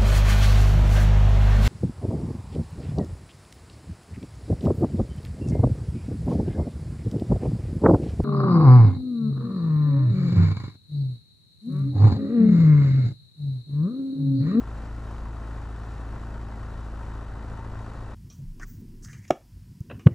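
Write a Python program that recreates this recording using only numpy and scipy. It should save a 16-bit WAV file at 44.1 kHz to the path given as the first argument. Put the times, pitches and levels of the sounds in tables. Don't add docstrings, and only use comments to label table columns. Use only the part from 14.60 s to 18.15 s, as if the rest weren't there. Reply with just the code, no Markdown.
import sys
import numpy as np
from scipy import signal
from scipy.fft import rfft, irfft
from scipy.io import wavfile
from scipy.ndimage import uniform_filter1d, minimum_filter1d

SR = 44100
rng = np.random.default_rng(int(sys.argv[2]) if len(sys.argv) > 2 else 0)


def to_wav(sig):
    pcm = np.clip(np.atleast_2d(sig), -1, 1) * 32767
    pcm = np.round(pcm).astype(np.int16)
    wavfile.write(sys.argv[1], SR, pcm.T)


N = 156555

# frequency in Hz, relative density in dB per Hz.
EXHAUST_SPECTRUM = [(200, -28), (600, -4.5), (950, 3), (1350, 2.5), (1650, -2.5), (1900, -6.5), (2200, -17),
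                    (3000, -18.5), (5000, -28.5), (7500, -29), (10000, -34.5), (15000, -59)]

START_TURN, JITTER_TURNS = -.22, 0.0032
DRONE_LAG_TURNS, SHAKE_LAG_TURNS = 0.3655, -0.022
WAVER_HZ, WAVER_DB, FIRING_WAVER_DB = 8.6, 0.52, 0.2
UNEVEN_HZ, UNEVEN_DB = 17, 0.94
OCTAVE_TRIM_DB = -0.12
SHAKE_DB, SHAKE_RISE_DB_PER_S, SHAKE_WAVER_DB = -47, 1.2, 1.5
RING_DB, RING_RISE_DB_PER_S = -54, 1.1
RING_TURN, RING_WIDTH_TURNS, RING_FLOOR = 0.29, 0.25, 0.6
RASP_DB, RASP_RISE_DB_PER_S = -52.5, 0.4
PUFF_TURNS, PUFF_SPREAD_DB = 0.12, 0.9
TICK_DB, TICK_TURNS = -72.5, 0.044
WASH_DB, HISS_DB, BUFFET_RISE_DB_PER_S = -42, -60, 0.5
WHINE_SPREAD_DB, WHINE_JITTER_CYCLES, WHINE_JITTER_HZ = 1, .09, 25
SPIT_RISE_S, SPIT_DECAY_S = 0.0011, 0.0073
SWELL_HZ, SWELL_WIDTH_HZ, SWELL_S = 913, 20, 0.044
FADE_S = .004
BASS_HZ, BASS_CEILING_DB, EDGE_HZ = 170, -28, 15700


def amp(db):
    return 10 ** (np.asarray(db) / 20)


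def unit(x):
    return x / np.sqrt(np.mean(x ** 2) + 1e-20)


def read(points, hz):
    f, value = np.transpose(points)
    return np.interp(np.log(hz + 1), np.log(f + 1), value)


def bins():
    return np.fft.rfftfreq(N, 1 / SR)


def colour(x, spectrum):
    return unit(irfft(rfft(x) * amp(read(spectrum, bins())), N))


def bass(x):
    return irfft(rfft(x) / (1 + (bins() / BASS_HZ) ** 6), N)


def drift(rate_hz):
    return unit(irfft(rfft(rng.standard_normal(N)) / (1 + (bins() / rate_hz) ** 4), N))


def air():
    # frequency in Hz, left-right likeness from 0 to 1.
    likeness = [(100, 0.98), (300, 1), (600, 0.88), (1300, 0.95), (1900, 0.95), (2400, 0.96), (4500, 0.76),
                (7000, 0.87), (10000, 0.86), (12500, .5), (15000, 0.98)]
    a, b = rfft(rng.standard_normal((2, N)))
    shared = np.clip(read(likeness, bins()), 0, 1)
    right = shared * a + np.sqrt(1 - shared ** 2) * b
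    return irfft(np.array([a, right]), N)


def control(index):
    # time in seconds, crankshaft turns per second, level of the firing tone in dB,
    # of its octave in dB before OCTAVE_TRIM_DB, of its double octave in dB.
    engine_run = [(0.0, 27.51, -35.5, -44.0, -53), (0.5, 27.58, -35.0, -42.2, -53),
                  (0.76, 27.55, -35.1, -42.4, -53.5), (1.01, 27.63, -35.7, -42.2, -56),
                  (1.52, 27.62, -35.9, -42.4, -51.5), (1.78, 27.69, -35.9, -43.0, -49.5),
                  (2.3, 27.59, -36.0, -44.4, -51.5), (2.55, 27.59, -36.4, -42.8, -54),
                  (2.79, 27.55, -37.4, -43.0, -52.5), (3.2, 27.59, -39.6, -40.6, -52),
                  (3.55, 27.61, -39.8, -44.0, -53.5)]
    rows = np.array(engine_run)
    return np.interp(np.arange(N) / SR, rows[:, 0], rows[:, index])


def bump(turns, place, width):
    distance = (turns - place + 1) % 2 - 1
    return np.exp(-.5 * (distance / width) ** 2)


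def drone(turns, from_middle_s):
    # multiple of the crankshaft rate, level in dB.
    weaker_tones = [(3, -49), (5.5, -62), (6, -62.5), (7, -67), (10, -56), (10.5, -73), (11, -67),
                    (12, -62), (13, -67), (14.5, -68), (16, -70.5)]
    angle = 2 * np.pi * (turns - DRONE_LAG_TURNS)
    firing_level = amp(control(index=2) + FIRING_WAVER_DB * drift(WAVER_HZ))
    firing = firing_level * np.sin(2 * angle)

    octaves = [(4, control(index=3) + OCTAVE_TRIM_DB), (8, control(index=4))]
    overtones = np.zeros(N)
    for multiple, db in octaves + list(weaker_tones):
        overtones += amp(db + WAVER_DB * drift(WAVER_HZ)) * np.sin(multiple * angle)
    unevenness = amp(UNEVEN_DB * drift(UNEVEN_HZ))

    shake_db = SHAKE_DB + SHAKE_RISE_DB_PER_S * from_middle_s + SHAKE_WAVER_DB * drift(WAVER_HZ)
    shake = amp(shake_db) * np.cos(2 * np.pi * (turns - SHAKE_LAG_TURNS))
    return np.sqrt(2) * (firing + unevenness * overtones + shake)


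def ring(turns, from_middle_s, count=180):
    # frequency in Hz, relative density in dB per Hz.
    ring_spectrum = [(100, -11), (170, -31), (330, 1.5), (600, 4.5), (950, -4), (1300, -2.5), (2000, -18),
                     (4000, -41)]
    phases = rng.random(count)
    pattern = np.zeros(N)
    for k, phase in enumerate(phases, 1):
        pattern += np.cos(np.pi * k * turns + 2 * np.pi * phase)
    strength = RING_FLOOR + bump(turns, RING_TURN, RING_WIDTH_TURNS)
    level = amp(RING_DB + RING_RISE_DB_PER_S * from_middle_s)
    return level * colour(pattern * strength, ring_spectrum)


def rasp(turns, from_middle_s):
    # place in the two-turn cycle in turns, relative strength in dB.
    cylinders = [(.41, -3.5), (.90, 0), (1.40, -1.5), (1.92, -0.2)]
    gate = np.zeros(N)
    for place, db in cylinders:
        cycle = ((turns - place + 1) // 2).astype(int) + 2
        chance = rng.standard_normal(size=128)[cycle]
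        gate += amp(db + PUFF_SPREAD_DB * chance) * bump(turns, place, PUFF_TURNS)
    level = amp(RASP_DB + RASP_RISE_DB_PER_S * from_middle_s)
    return level * colour(air() * gate, EXHAUST_SPECTRUM)


def valve_ticks(turns):
    # place in the two-turn cycle in turns, relative strength in dB.
    tick_places = [(.15, 1), (.32, -0.5), (.64, 3), (.82, -1.5), (1.32, -2), (1.60, -4), (1.84, 4)]
    # frequency in Hz, relative density in dB per Hz.
    tick_spectrum = [(1000, -17), (2800, 1), (4500, -2.5), (7400, -5), (10000, -10), (12200, -16),
                     (15000, -28)]
    gate = sum(amp(db) * bump(turns, place, TICK_TURNS) for place, db in tick_places)
    return amp(TICK_DB) * colour(air() * gate, tick_spectrum)


def wash(from_middle_s, gust_db=0.9, flutter_db=1.0, swell_db=0.8):
    # frequency in Hz, relative density in dB per Hz.
    rumble_spectrum = [(10, -5), (25, 4), (40, 2.5), (70, -3), (100, 2), (130, -1.5), (170, -6), (240, -11),
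                       (330, -12), (450, -15.5), (750, -15), (950, -13.5), (1200, -21.5), (1700, -20.5),
                       (2300, -37.5), (5000, -69)]
    hiss_spectrum = [(500, 9), (1500, 2.5), (2300, 2), (2800, 1.5), (3400, -2), (4500, -3.5), (6300, -7.5),
                     (7400, -5), (9400, -12.5), (10200, -18), (12200, -17), (13500, -25), (15500, -33)]
    gusts = amp(gust_db * drift(rate_hz=7.7))
    rumble = amp(WASH_DB) * colour(air() * gusts, rumble_spectrum)
    buffet = amp(BUFFET_RISE_DB_PER_S * from_middle_s)
    rumble = rumble + bass(rumble) * (buffet - 1)
    flutter = amp(flutter_db * drift(rate_hz=180) + swell_db * drift(rate_hz=3.4))
    return rumble + amp(HISS_DB) * colour(air() * flutter, hiss_spectrum)


def whines():
    # centre frequency in Hz, peak level in dB, width of the wander in Hz.
    whine_tones = [(2654, -75.5, 2), (3779, -82.5, 2), (5285, -90, 30), (13295, -97.5, 40),
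                   (14190, -99.5, 40), (15087, -105.5, 40)]
    out = np.zeros(N)
    for hz, db, width in whine_tones:
        cycles = np.cumsum(hz + width / 2 * drift(width)) / SR
        cycles += WHINE_JITTER_CYCLES * drift(WHINE_JITTER_HZ)
        out += amp(db + WHINE_SPREAD_DB * drift(width)) * np.sin(2 * np.pi * cycles)
    return out


def spits():
    # start in seconds, strength in dB.
    spit_times = [(.074, -58), (0.766, -48), (0.91, -43), (1.740, -44), (2.244, -48), (2.973, -47),
                  (3.338, -50), (3.422, -50)]
    gate = np.zeros(N)
    for start, db in spit_times:
        age = np.maximum(np.arange(N) / SR - start, 0)
        gate += amp(db) * np.minimum(age / SPIT_RISE_S, 1) * np.exp(-age / SPIT_DECAY_S)
    return gate * colour(air(), EXHAUST_SPECTRUM)


def swells():
    # middle in seconds, level in dB.
    swell_times = [(.80, -57.5), (1.76, -58), (2.39, -56), (2.97, -53)]
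    t = np.arange(N) / SR
    level = sum(amp(db) * np.exp(-.5 * ((t - middle) / SWELL_S) ** 2) for middle, db in swell_times)
    resonance = 1 / (1 + ((bins() - SWELL_HZ) / SWELL_WIDTH_HZ) ** 2)
    return level * unit(irfft(rfft(air()) * resonance, N))


def body():
    # frequency in Hz, width in Hz, gain in dB.
    resonances = [(560, 75, 0), (874, 7.7, -8), (894, 20, 2.5), (1071, 12, 3.5), (1360, 12, 3.5),
                  (1502, 10, 2), (1657, 35, -4), (1878, 18, 4.5), (2030, 33, 3.5), (2404, 33, 3.5),
                  (2630, 20, -3.5), (2660, 40, 3.5), (2840, 25, -6), (2980, 50, 3.5), (3420, 30, -2.5),
                  (3520, 50, 3.5), (3740, 27, -3), (3840, 70, 5.5), (4140, 36, 4.5), (4530, 41, 5),
                  (5110, 72, -6.5), (5500, 600, 3), (7300, 100, 2), (9500, 280, 2.5), (10640, 110, 4)]
    return amp(sum(db * np.exp(-.5 * ((bins() - hz) / width) ** 2) for hz, width, db in resonances))


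def microphone_pair():
    # frequency in Hz, left minus right in dB.
    lean = [(60, 1.0), (110, 1), (200, 2.0), (380, 1.5), (700, 2.5), (1290, 2), (2380, 0), (4400, 4),
            (8120, 0.5), (15000, -3.0)]
    # frequency in Hz, radians by which the left leads.
    lead = [(1000, 0.013), (1350, 0.12), (2150, 0.95), (2800, 0.73), (4200, 0.7), (5400, 0.011),
            (15000, .03)]
    side = np.array([[.5], [-.5]])
    return amp(side * read(lean, bins())) * np.exp(1j * side * read(lead, bins()))


def scene():
    t = np.arange(N) / SR
    from_middle_s = t - t.mean()
    turns = START_TURN + np.cumsum(control(index=1)) / SR + JITTER_TURNS * drift(rate_hz=10.5)
    engine = drone(turns, from_middle_s) + ring(turns, from_middle_s) + rasp(turns, from_middle_s)
    engine = engine + valve_ticks(turns)
    mix = engine + wash(from_middle_s) + whines() + spits() + swells()
    fade = np.minimum(np.minimum(t, t[::-1]) / FADE_S, 1)
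    return irfft(rfft(fade * mix) * body() * microphone_pair(), N)


def record(dry):
    low = bass(dry)
    allowed = np.minimum(1, amp(BASS_CEILING_DB) / (abs(low.mean(0)) + 1e-9))
    gain = uniform_filter1d(minimum_filter1d(allowed, size=900), size=900)
    limited = dry + (gain - 1) * low
    band = signal.firwin(511, EDGE_HZ, window=("kaiser", 9), fs=SR)
    return signal.oaconvolve(limited, band[None], "same")


dry = scene()
out = record(dry)
to_wav(out)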